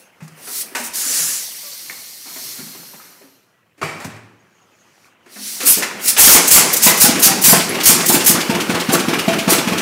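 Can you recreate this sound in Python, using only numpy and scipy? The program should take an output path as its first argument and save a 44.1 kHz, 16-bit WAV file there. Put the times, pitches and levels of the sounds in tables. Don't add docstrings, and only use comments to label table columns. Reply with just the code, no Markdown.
import sys
import numpy as np
from scipy import signal
from scipy.fft import rfft, irfft, next_fast_len
from scipy.io import wavfile
from scipy.ndimage import uniform_filter1d

SR = 44100
rng = np.random.default_rng(int(sys.argv[2]) if len(sys.argv) > 2 else 0)


def boost_factor(decibels):
    exponent = np.asarray(decibels, float) / 20
    return 10 ** exponent


def persist_wave(psi):
    counts = np.round(np.clip(psi, -1, 1) * 32767).astype(np.int16)
    wavfile.write(sys.argv[1], SR, np.atleast_2d(counts).T)


N = 432621
TIME = np.arange(N) / SR

# (time [s], level [dB])
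PULL = [
    (0.0, -51.5),
    (0.118, -66.5),
    (0.35, -57.5),
    (0.465, -37.5),
    (0.565, -26.5),
    (.618, -25.5),
    (.645, -38.5),
    (0.74, -49),
    (.901, -58.5),
]
SQUEEZE = [
    (0.94, -32.5),
    (0.97, -23.5),
    (1.19, -16.5),
    (1.35, -21.5),
    (1.51, -32),
    (2.2, -38),
]
ROCK_BACK = [
    (2.47, -31),
    (3.07, -46.5),
    (3.34, -57),
    (3.52, -68.5),
    (3.62, -77),
    (3.76, -76.5),
]
REST = [
    (3.79, -61),
    (4.05, -51.5),
    (4.2, -67),
    (4.386, -69.5),
    (4.9, -61.5),
    (5.056, -56.5),
    (5.16, -77.5),
    (5.24, -67.5),
]
SECOND_PULL = [
    (5.334, -42.5),
    (5.478, -26),
    (5.6, -30),
]
RUNNING = [
    (5.75, -27),
    (5.9, -48.5),
    (6.22, -27),
    (6.35, -18.5),
    (7.86, -31.5),
    (8.02, -23.5),
    (8.18, -24.5),
    (8.53, -32.5),
    (9.81, -32.5),
]
STROKE_FIZZ = [
    4.5,
    -1,
    -1,
    -5,
    0,
    -3,
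]
# (centre [Hz], width [Hz], level [dB])
WHISTLE = [(2040, 310, -1), (4330, 520, -3), (5720, 530, -6), (13400, 1000, -13.5), (5800, 2800, -2)]
# (frequency [Hz], level [dB])
BORE_AIR = [(300, -90), (1500, -10), (3000, 0), (8000, 0), (16000, -2)]
# (frequency [Hz], level [dB])
BLAST = [(300, -87.5), (1200, -15.5), (1700, -9.5), (3300, -12.5), (5400, -1.5), (7200, 1), (8500, -6),
         (11000, -5.5), (16000, -49.5)]
# (frequency [Hz], level [dB])
FIZZ = [(1000, -86.5), (5000, -39.5), (8000, -4.5), (10200, -0.5), (12000, -4.5), (13500, -4.5),
        (16000, -6.5)]
# (start [s], end [s], frequency [Hz], width [Hz], level over flow [dB])
EDGE_TONES = [(0, .14, 6600, 300, 0), (.33, .56, 9500, 500, -2), (.38, .56, 13700, 300, -11),
              (1.4, 2.3, 13450, 1800, -5), (2.1, 3.2, 13000, 2200, -5), (2.197, 2.8, 10300, 500, -19),
              (2.7, 3.56, 13400, 1700, -4), (2.6, 3.8, 4270, 150, -11), (1.6, 2.9, 4300, 370, -11),
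              (2.2, 3.5, 6400, 300, -16), (5.657, 5.752, 11000, 5000, 23), (7.5, 7.545, 11550, 900, 22.5),
              (3.46, 3.7, 2010, 20, 4), (2.2, 3.8, 2100, 180, -22), (4.4, 5.2, 6200, 800, -11)]

# (time [s], gear level [dB])
MACHINERY = [(0.0, -50), (0.24, -52.5), (0.38, -45), (1.04, -37.5), (1.2, -35.5), (1.46, -44),
             (2.24, -50.5), (2.54, -44.5), (2.87, -46.5), (3.47, -58.5), (3.85, -60.5), (4.7, -53.5),
             (5.3, -53), (5.79, -35), (6.17, -28), (6.39, -24.5), (6.72, -24), (9.81, -23)]
# (time [s], level [dB])
LOAD = [
    (1.3, -7),
    (1.7, -11),
    (2.3, -4.5),
    (3.5, -4.5),
    (4, -6),
    (6.4, -6),
    (7.6, -0.6),
]
# (time [s], level [dB], rise [s], t60 [s])
LURCHES = [
    (3.92, -35.5, 0.043, 0.98),
    (5.6, -37.5, 0.12, 0.53),
]
# (frequency [Hz], level [dB])
BLOCK = [(15, -71), (25, -41), (75, -12), (179, 4.5), (313, 4.5), (357, 6), (460, -1.5), (600, -9),
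         (780, -36), (1320, -120)]
# (frequency [Hz], level [dB])
GEARS = [(320, -17), (480, 3.5), (861, 2), (1360, 3), (2600, 0), (3000, -2), (4200, -16.5), (6000, -65),
         (8800, -120)]
# (frequency [Hz], level [dB])
YARD = [(20, -17), (60, -13), (110, 8.5), (200, 2.5), (500, -57), (900, -120)]
# (frequency [Hz], level [dB])
INSECTS = [(3500, -120), (6100, -15), (6600, -4), (7100, -8), (9000, -120)]

# (time [s], peak [dB], thud [dB], tick [dB], t60 [s])
FRAME = [(0.204, -36.5, -2, -22, 0.39), (0.225, -44.5, -9, 4.5, 0.42), (0.279, -36.5, -12, 7, 0.07),
         (0.376, -37, -12, -16, 0.27), (1.19, -27, -5, -6.5, 0.083), (1.897, -29, -11.5, -23, 0.31),
         (2.257, -35.5, -12, -11.5, 0.98), (2.57, -40, -7, -19, .2), (2.587, -33, 4.5, -5.5, 0.33),
         (2.938, -34.5, -3, -20, 0.12), (2.996, -40, -23, -16, 1), (4.045, -24, 1.5, 2.5, 0.16),
         (4.099, -33, -5.5, -20.5, 0.59), (5.053, -50, -33, 2, 0.36), (5.822, -18, -25, -10, 0.59)]
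# (time [s], peak [dB], thud [dB], tick [dB], t60 [s])
CASE = [(0.473, -29.5, -8, -2, 0.42), (0.715, -41, 7, -12.5, 0.23), (0.75, -16, -22, 1.5, 0.46),
        (2.36, -30, -11, -15.5, 0.26), (2.748, -33.5, -1, -11, 0.17), (3.213, -43, -1.5, -25, 0.3),
        (3.778, -45, -1, -5, 0.84), (3.815, -15.5, -8, -33.5, 0.15), (3.829, -16, -26, -29, 0.61),
        (4.0, -25.5, -17, -9, 0.53), (4.159, -35, -5, -18, 0.23), (5.26, -41, -4, -23.5, 0.63),
        (5.359, -32.5, -10, -10, 0.4), (5.603, -21.5, -12, 2.5, 0.69), (6.165, -19, -20, -2, .2),
        (6.35, -8, -8, -12, .2), (6.575, -9, -10, -12, .15)]
# (frequency [Hz], level [dB])
CASTING = [(60, -61.5), (250, -9.5), (500, -6), (1000, -5.5), (2500, -6), (3200, -16.5), (8000, -20.5),
           (16000, -35)]
# (time [s],
# frequency [Hz], level [dB], t60 [s])
CLINKS = [(0.472, 1365, -37, 0.19), (0.751, 924, -34.5, 0.4), (.75, 1754, -25.5, 0.15),
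          (.8, 236.6, -29, 0.41), (1.061, 271.5, -35, 0.5), (1.2, 160, -38.5, 0.68),
          (1.898, 2120, -23.5, 0.1), (2.591, 149.7, -38, 0.4), (2.748, 160, -34.5, 0.35),
          (2.585, 250, -39, .4), (2.6, 368, -42, .3), (2.75, 297, -40, .25), (2.45, 130, -46, .5),
          (8.1, 778, -19.5, 0.22), (2.934, 1010, -43, .06), (2.999, 1320, -40, .08),
          (3.825, 104.5, -32, 0.64), (3.829, 1210, -14.5, 0.022), (4.051, 104.4, -33.5, 0.77),
          (5.045, 2400, -46, .08), (5.39, 248, -42, 1), (5.823, 1910, -23, 0.28), (6.35, 2164, -16.5, 0.64),
          (6.35, 977, -13, 0.13), (6.863, 1030, -17, 0.32), (6.87, 1990, -14, 0.51), (7.27, 804, -30, 0.92),
          (7.53, 670, -16.5, 0.23), (7.53, 1053, -15.5, 0.084), (7.694, 10630, -12, 0.061),
          (.76, 62, -48.5, 0.36), (.88, 55.2, -45.5, 0.34), (1.94, 70.3, -47.5, .4), (3.83, 151, -30, 0.43),
          (8.5, 910, -36, 0.16)]
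# (time [s], frequency [Hz], level [dB], t60 [s])
RINGS = [(5.36, 205, -43, 1.2), (1.898, 1830, -34, 0.065), (.221, 158, -28, .25), (.21, 243, -37.5, 0.22),
         (.317, 155, -37, 0.35), (2.26, 2200, -51, .4), (2.94, 800, -44, .04), (2.94, 450, -46, .04),
         (3.215, 620, -46, 0.041), (3.24, 270, -49, .3), (5.824, 1750, -24, .12), (5.83, 2060, -25.5, .15),
         (5.635, 285, -29.5, .3), (5.63, 500, -34.5, .25), (5.77, 430, -34, 0.25), (9.28, 664, -19, 0.22),
         (2.36, 340, -45, .2), (2.589, 1400, -47, .15), (2.935, 580, -52, 0.12), (3.21, 398, -47, 0.16),
         (6.35, 448.4, -21.5, 0.24), (7.09, 200, -20, 0.21), (.752, 920, -36, 0.49), (.76, 2400, -36, .3),
         (.756, 1500, -34, .3), (.79, 600, -41, 0.17), (.756, 1700, -41, .5), (.756, 2690, -37.5, 0.41),
         (3.85, 2330, -39, .3), (3.85, 2590, -45, .3), (3.83, 1356, -35, 0.37), (3.815, 1100, -31, 0.11),
         (6.365, 2205, -26, 0.3), (6.56, 1170, -20, 0.13), (6.56, 2130, -22, 0.32), (7.045, 820, -22, 0.25),
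         (7.28, 780, -28.5, 0.61), (7.315, 1890, -23, 0.073), (8.5, 912, -27, 0.37), (8.5, 690, -34, 0.61),
         (8.9, 774, -27, 0.34), (8.93, 1134, -26.5, 0.2), (9.28, 710, -32, .4), (9.53, 1350, -29, 0.36)]

# (time [s], rms level [dB], rise [s], hold [s], t60 [s])
JETS = [(0.776, -27, 0.025, 0.015, 0.14), (0.826, -23.5, 0.018, 0.03, 0.15),
        (0.934, -21.5, .004, 0.081, 0.26), (5.647, -6, 0.026, 0.03, 0.53), (5.987, -23, 0.054, .02, .1),
        (6.035, -10.5, 0.049, 0.0091, 0.1), (6.073, -12, .015, .022, .05), (6.109, -24, .01, 0.018, .1),
        (6.173, 2, 0.027, 0.16, 0.15), (6.504, 2, 0.012, 0.05, 0.3), (6.723, -6, 0.018, .002, 0.06),
        (6.817, -2, 0.021, 0.034, 0.34), (6.996, 1.5, 0.02, 0.019, 0.29), (7.216, 1, 0.024, 0.018, 0.22),
        (7.437, 0.1, 0.0084, 0.044, 0.51), (7.853, 1.5, 0.0073, 0.03, 0.33),
        (8.078, -6.5, 0.013, 0.013, 0.081), (8.114, -9.5, 0.014, 0.025, 0.24),
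        (8.26, -1.5, 0.0046, 0.027, 0.26), (8.913, -9.5, 0.02, 0.006, 0.25),
        (9.484, -7, 0.023, 0.016, 0.36)]
# (time [s], body [dB], treble [dB])
PUFFS = [(5.622, -22, -17.5), (6.47, -10, -0.5), (6.758, -16.5, -6), (6.968, -23, -7), (7.19, -24, -8.5),
         (7.411, -19.5, -7.5), (7.425, -13.5, -18.5), (7.828, -10.5, -8.5), (8.053, -12.5, -7),
         (8.238, -18.5, -10), (8.545, -31, -28), (8.74, -31.5, -29), (9.13, -33, -23.5)]
# (frequency [Hz], level [dB])
JET = [(590, -26), (1000, -18), (2340, -5.5), (2560, -6.5), (3830, -7), (5000, -1.5), (7720, -1.5),
       (15500, -2)]
# (time [s], level [dB])
JET_TOP = [
    (0, -9),
    (5.6, -1),
    (6.2, -4.5),
    (8.3, -2),
    (8.8, -9.5),
]

# (time [s], length [s], frequency [Hz], level [dB])
SQUEAKS = [
    (1.628, 0.076, 598, -45.5),
    (1.72, 0.025, 510, -49),
]

# (time [s], peak [dB], t60 [s])
CHUFFS = [
    (5.602, -17, 0.35),
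    (5.824, -10, 0.083),
    (6.1654, -7, 0.17),
    (6.8044, -21, 0.1),
]
# (share of turn [0-1], level [dB], t60 [s], heard from [s])
VALVE_GEAR = [
    (0.014, -12, 0.16, 8.4),
    (.275, -14.5, 0.035, 7.6),
    (.548, -9.5, .085, 7.4),
]
# (frequency [Hz], level [dB])
CHUFF = [(60, -80), (300, -14), (1000, -7), (2500, 2.5), (5500, -4), (9000, -8), (16000, -16.5)]

# (time [s], level [dB],
# thump [Hz], bark [dB])
STRAYS = [
    (5.768, -23.5, 214, -30),
    (6.179, -28, 430, 19),
    (6.271, -10, 262, 8),
    (6.347, -5.5, 320, 1.5),
    (7.151, -17.5, 342, -0.5),
    (11, -26.5, 321, -18),
    (8.927, -11.5, 470, -13.5),
    (9.518, -11.5, 474, -12),
    (7.09, -10.5, 270, -15.5),
]
# (time [s], first level [dB], first bark [dB], second level [dB], second thump [Hz])
TURNS = [(6.556, -12.5, 7, -17.5, 179), (6.863, -5.5, 2, -19, 189.5), (7.038, -6.5, -4, -15, 210),
         (7.262, -11.5, -2, -22.5, 169), (7.479, -9.5, 0, -2.5, 207), (7.69, -28, -18.5, -43, 183.5),
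         (7.893, -7.5, -2.5, -26, 172), (8.093, -9.5, -3.5, -6.5, 330), (8.295, -9.5, -8.5, -13.5, 183),
         (8.493, -6.5, -30, -18, 188), (8.692, -8, -14.5, -14, 178), (8.887, -6.5, -14.5, -8, 350),
         (9.08, -8.5, -9.5, -12.5, 353), (9.277, -6, -17, -19, 180.4), (9.475, -6, -5, -7.5, 363),
         (9.671, -9, -17, -14, 175.5)]
# (frequency [Hz], level [dB], t60 [s])
PIPE = [(172.4, -3.5, 0.3), (350, -1.5, 0.21), (443, -4.5, 0.2), (498.6, -6.5, 0.26), (668, -8.5, 0.32),
        (855.5, -4, 0.18), (888, -7, 0.089), (1070, -12.5, 0.092), (1170, -12, 0.18)]
# (frequency [Hz], level [dB])
BARK = [(100, -78.5), (400, -10.5), (700, -4.5), (1200, -4.5), (2500, -8), (5000, -14.5), (12000, -37)]

# (frequency [Hz], t60 [s])
SHED = [(150, 0.54), (1000, 0.92), (4000, 0.68), (15000, 0.13)]
# (frequency [Hz], level [dB])
MICROPHONE = [(20, -21.5), (60, -9), (90, -2.5), (120, -4.5), (200, -0.5), (16000, -2)]
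# (time [s], from [Hz], to [Hz], level [dB])
SLIPS = [
    (1.09, 5700, 8300, -26),
    (1.44, 11000, 12400, -43),
    (2.83, 5700, 6900, -52),
    (7.5, 6800, 8350, -14),
    (7.49, 11000, 12300, -25),
    (7.889, 12800, 14300, -21),
]

FIZZ_KNEE_DB, FIZZ_FADES = -52.5, 0.55
EDGE_RISE, EDGE_FADE_S = 0.0015, 0.2
LURCH_GEAR_DB = -15
GEAR_BEAT, GEAR_RATTLE_DB, GEAR_RATTLE_HZ = 0.97, 1.5, 139
FRAME_HZ, CASE_HZ = 160, 262
MODE_DB, MODE_GAP_HZ = 3, 71.6
CLUSTER_SPREAD, RING_SPREAD = 0.034, 0.004
JET_TILT_DB, TOP_SPLIT_HZ = 3.5, 12000
PUFF_RISE_S, PUFF_HOLD_S, PUFF_T60_S = 0.012, 0.004, 0.1
SPUTTER_DB, SPUTTER_HZ = 1, 88.3
CHUFF_SCATTER_DB = 0.4
FIRST_HZ, SECOND_AFTER_S, SECOND_BARK_DB = 228.5, 0.0465, -5.5
RAGGED_DB, RAGGED_HZ = 0.5, 120
FAVOUR_DB, FAVOUR_OCTAVES = 4.5, 0.15
OVERLOAD, OVERLOAD_KNEE = 0.83, 14
HISS_DB, TOP_HZ = -72, 15780


def unit(x):
    return x / np.sqrt(np.mean(x ** 2) + 1e-20)


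def along(points, hz):
    f, v = np.transpose(points)
    return np.interp(np.log(hz + 1), np.log(f + 1), v)


def curves(rows):
    s, *cols = np.transpose(rows)
    return [np.interp(TIME, s, c) for c in cols]


def filtered(x, response):
    m = next_fast_len(x.shape[-1] + 8192)
    spectrum = rfft(x, m) * response(np.fft.rfftfreq(m, 1 / SR))
    return irfft(spectrum, m)[..., :x.shape[-1]]


def resonance(modes):
    return lambda f: sum((-1) ** k * boost_factor(db) * 1j * f * w / (c * c - f * f + 1j * f * w)
                         for k, (c, w, db) in enumerate(modes))


def rush(spectrum, patchy_db):
    z = signal.stft(rng.standard_normal(N), nperseg=512)[2]
    field = uniform_filter1d(rng.standard_normal(z.shape), size=5, axis=0)
    field = uniform_filter1d(field, size=8, axis=1)
    x = signal.istft(z * boost_factor(patchy_db * unit(field)), nperseg=512)[1][:N]
    return unit(filtered(x, lambda hz: boost_factor(along(spectrum, hz))))


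def flicker(db, low_hz, high_hz):
    noise = rng.standard_normal(N)
    return boost_factor(db * unit(filtered(noise, lambda hz: (hz > low_hz) & (hz < high_hz))))


def add(track, s, sound):
    part = track[round(s * SR):][:len(sound)]
    part += sound[:len(part)]


def burst(s, rise, hold, t60):
    out = np.zeros(N)
    first = np.ceil(s * SR) / SR
    t = TIME[:2 * SR] + first - s
    ramp = np.clip(t / rise, 0, 1) ** 1.24
    add(out, first, ramp * boost_factor(-60 * np.clip(t - rise - hold, 0, 2) / t60))
    return out


def leak():
    strokes = [PULL, SQUEEZE, ROCK_BACK, REST, SECOND_PULL, RUNNING]
    rows = [(s, db, over) for stroke, over in zip(strokes, STROKE_FIZZ) for s, db in stroke]
    flow_db, over_db = curves(rows)
    fizz_db = flow_db + over_db - FIZZ_FADES * np.clip(FIZZ_KNEE_DB - flow_db, 0, None)
    blend = np.pi / 2 * np.clip((flow_db + 31) / 10, 0, 1)
    bore = rush(BORE_AIR, patchy_db=1.4)
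    bore = unit(filtered(bore, lambda hz: sum(abs(resonance([mode])(hz + 1)) for mode in WHISTLE)))
    air = np.cos(blend) * bore + np.sin(blend) * rush(BLAST, patchy_db=1.3)
    return boost_factor(flow_db) * air + boost_factor(fizz_db) * rush(FIZZ, patchy_db=1.6) + edge_tones(flow_db)


def edge_tones(flow_db):
    out = np.zeros(N)
    for start, end, hz, width, db in EDGE_TONES:
        t = TIME[:round((end - start) * SR)]
        level_db = np.interp(start + t, TIME, flow_db)
        noise = rng.standard_normal(2 * SR)
        flutter = filtered(noise, lambda f: 1 / (1 + (2 * f / width) ** 4))[:len(t)]
        pitch = hz * (1 + EDGE_RISE * np.clip(level_db + 38, -20, 10))
        turn = 2 * np.pi * np.cumsum(pitch) / SR
        fade = min(EDGE_FADE_S, (end - start) / 2)
        gate = np.clip(np.minimum(t, end - start - t) / fade, 0, 1)
        add(out, start, boost_factor(level_db + db) * gate * unit(flutter * np.sin(turn)))
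    return out


def rumble():
    (gear_db,), (block_db,) = curves(MACHINERY), curves(LOAD)
    lurch = sum(boost_factor(db) * burst(s, rise, 0.01, t60) for s, db, rise, t60 in LURCHES)
    beat = sum(burst(s, 0.0093, 0.0087, 1.0) for s, *rest in firings())
    beat = (0.34 + beat) / (0.47 + uniform_filter1d(beat, size=SR // 3))
    block = (boost_factor(gear_db + block_db) + lurch) * rush(BLOCK, patchy_db=2.2)
    chatter = flicker(GEAR_RATTLE_DB, 15, GEAR_RATTLE_HZ)
    gears = (boost_factor(gear_db) + boost_factor(LURCH_GEAR_DB) * lurch) * unit(chatter * rush(GEARS, patchy_db=2.5))
    drone = beat * block + beat ** GEAR_BEAT * gears
    yard = boost_factor(-65) * rush(YARD, patchy_db=2)
    insects = boost_factor(-66) * burst(4.24, 0.302, 0.53, 0.56) * rush(INSECTS, patchy_db=8)
    return drone + yard + insects


def knocks():
    out, t = np.zeros(N), TIME[:SR]
    for thud_hz, s, db, thud_db, tick_db, t60 in [(FRAME_HZ, *k) for k in FRAME] + [(CASE_HZ, *k) for k in CASE]:
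        a, b, c = rng.standard_normal((3, SR))
        modes_db = MODE_DB * rng.standard_normal(SR // 100)
        mode_numbers = np.arange(len(modes_db))
        hollow = resonance([(thud_hz, 30, 0), (1.58 * thud_hz, 50, -5)])
        thud = unit(filtered(a, lambda hz: hollow(hz) * hz ** 2 / (hz ** 2 + 110 ** 2)))
        thud = thud * boost_factor(thud_db - 40 * t / t60)
        body = unit(filtered(b, lambda hz: boost_factor(
            along(CASTING, hz) + np.interp(hz / MODE_GAP_HZ, mode_numbers, modes_db))))
        body = body * (boost_factor(-60 * t / t60) + 0.26 * boost_factor(-60 * t / 0.1))
        tick = unit(filtered(c, resonance([(6360, 4700, 0)]))) * boost_factor(tick_db - 90 * t / t60)
        add(out, s - 0.001, boost_factor(db - 6.5) * (thud + body + tick) * (1 - np.exp(-t / 0.0017)))
    return out


def clinks():
    out, t = np.zeros(N), TIME[:SR]
    for spread, s, hz, db, t60 in [(CLUSTER_SPREAD, *c) for c in CLINKS] + [(RING_SPREAD, *c) for c in RINGS]:
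        cluster = hz + spread * (100 + hz) * rng.standard_normal((9, 1))
        phase = 1.42 * rng.standard_normal((9, 1)) * (hz < 400)
        ring = np.sin(2 * np.pi * cluster * t + phase).sum(axis=0)
        add(out, s, boost_factor(db - 11 - 60 * t / t60) * np.clip(t * hz, 0, 1) * ring)
    return out


def jets():
    air = rush([(100, -92)] + JET, patchy_db=1.9)
    air = unit(air * flicker(SPUTTER_DB, 15, SPUTTER_HZ))
    dull = filtered(air, lambda hz: 1 / (1 + (hz / 7500) ** 4))
    middle = filtered(air - dull, lambda hz: 1 / (1 + (hz / TOP_SPLIT_HZ) ** 6))
    top = air - dull - middle
    blows = [(*jet, JET_TILT_DB) for jet in JETS]
    blows += [(s, (db + treble_db) / 2, PUFF_RISE_S, PUFF_HOLD_S, PUFF_T60_S, (treble_db - db) / 2)
              for s, db, treble_db in PUFFS]

    def swell(tilt, ring):
        return sum(boost_factor(db + tilt * tilt_db) * burst(s, rise, hold, ring * t60)
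                   for s, db, rise, hold, t60, tilt_db in blows)

    return swell(-1, 1) * dull + swell(1, 0.65) * middle + swell(1, 0.54) * boost_factor(curves(JET_TOP)[0]) * top


def squeaks():
    out = np.zeros(N)
    for s, length, hz, db in SQUEAKS:
        t = TIME[:round(length * SR)]
        turn = 2 * np.pi * hz * t * (1 - 0.42 * t)
        tone = np.sin(turn) + 0.88 * np.sin(2 * turn) + 0.35 * np.sin(3 * turn)
        add(out, s, boost_factor(db) * np.sin(np.pi * t / length) * tone)
    return out


def valves():
    starts = np.array(TURNS)[:, 0]
    periods = np.append(np.diff(starts), np.diff(starts)[-1])
    chuffs = list(CHUFFS)
    for s, period in zip(starts, periods):
        for share, db, t60, since in VALVE_GEAR:
            if s > since:
                chuffs.append((s + share * period, db + CHUFF_SCATTER_DB * rng.standard_normal(), t60))
    gulps = sum(boost_factor(db - 8) * burst(s - 0.003, 0.0057, 0.011, t60) for s, db, t60 in chuffs)
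    return gulps * rush(CHUFF, patchy_db=1)


def firings():
    first = [(s, db, FIRST_HZ, bark_db) for s, db, bark_db, *second in TURNS]
    second = [(s + SECOND_AFTER_S, db, hz, SECOND_BARK_DB) for s, *pop, db, hz in TURNS]
    return STRAYS + first + second


def exhaust():
    out, t = np.zeros(N), TIME[:SR // 2]
    swell = 1 - np.exp(-(t / 0.016) ** 2)
    for s, db, thump_hz, bark_db in firings():
        thump = np.sin(2 * np.pi * thump_hz * t * (1.15 - 14 * t)) * np.exp(-((t - 0.008) / 0.0038) ** 2)
        ring = np.zeros(len(t))
        for hz, level, t60 in PIPE:
            favour_db = FAVOUR_DB * np.exp(-(np.log2(hz / thump_hz) / FAVOUR_OCTAVES) ** 2)
            level_db = level + 2 * np.tanh(rng.normal()) + favour_db
            ring += boost_factor(level_db - 60 * t / t60) * np.sin(2 * np.pi * (hz * t + rng.random()))
        add(out, s - 0.002, boost_factor(db + 1.5) * thump + boost_factor(db - 7.5) * ring * swell)
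    bark = unit(rush(BARK, patchy_db=3.5) * flicker(RAGGED_DB, -1, RAGGED_HZ))
    barks = sum(boost_factor(db + bark_db - 6) * burst(s, 0.0054, 0.011, 0.21) for s, db, thump_hz, bark_db in firings())
    return out + bark * barks


def shed(x):
    out, size = np.zeros(N), SR // 2
    for start in range(0, N, size):
        hz, t, z = signal.stft(rng.standard_normal(size), SR, nperseg=256)
        fall = boost_factor(-60 * t / along(SHED, hz)[:, None])
        tail = signal.istft(z * fall, SR, nperseg=256)[1]
        answer = signal.fftconvolve(x[start:start + size], tail / np.linalg.norm(tail))
        add(out, start / SR + 0.012, answer)
    return out


def scene():
    iron = knocks() + clinks() + squeaks()
    air = jets() + valves()
    firing = exhaust()
    walls = shed(boost_factor(-11) * firing + boost_factor(-11) * iron + boost_factor(-9) * air)
    mono = leak() + rumble() + iron + air + firing + walls
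    return np.array([mono, mono])


def low_pass(x):
    return signal.sosfilt(signal.butter(12, 15690, fs=SR, output="sos"), x)


def record(dry):
    x = filtered(dry, lambda hz: boost_factor(along(MICROPHONE, hz)))
    x = x / (1 + np.abs(x / OVERLOAD) ** OVERLOAD_KNEE) ** (1 / OVERLOAD_KNEE)
    x = x + boost_factor(HISS_DB) * rng.standard_normal(N)
    hiss = rng.standard_normal(N)
    side = np.zeros(N)
    for s, low, high, db in SLIPS:
        band = unit(filtered(hiss, lambda hz: (hz > low) & (hz < high)))
        side += boost_factor(db) * band * np.cos(np.pi * np.clip((TIME - s) / 0.046, -0.5, 0.5))
    mix = filtered(x + [side, -side], lambda hz: 1 / (1 + np.exp((hz - TOP_HZ) / 60)))
    return low_pass(mix)


dry = scene()
out = record(dry)
persist_wave(out)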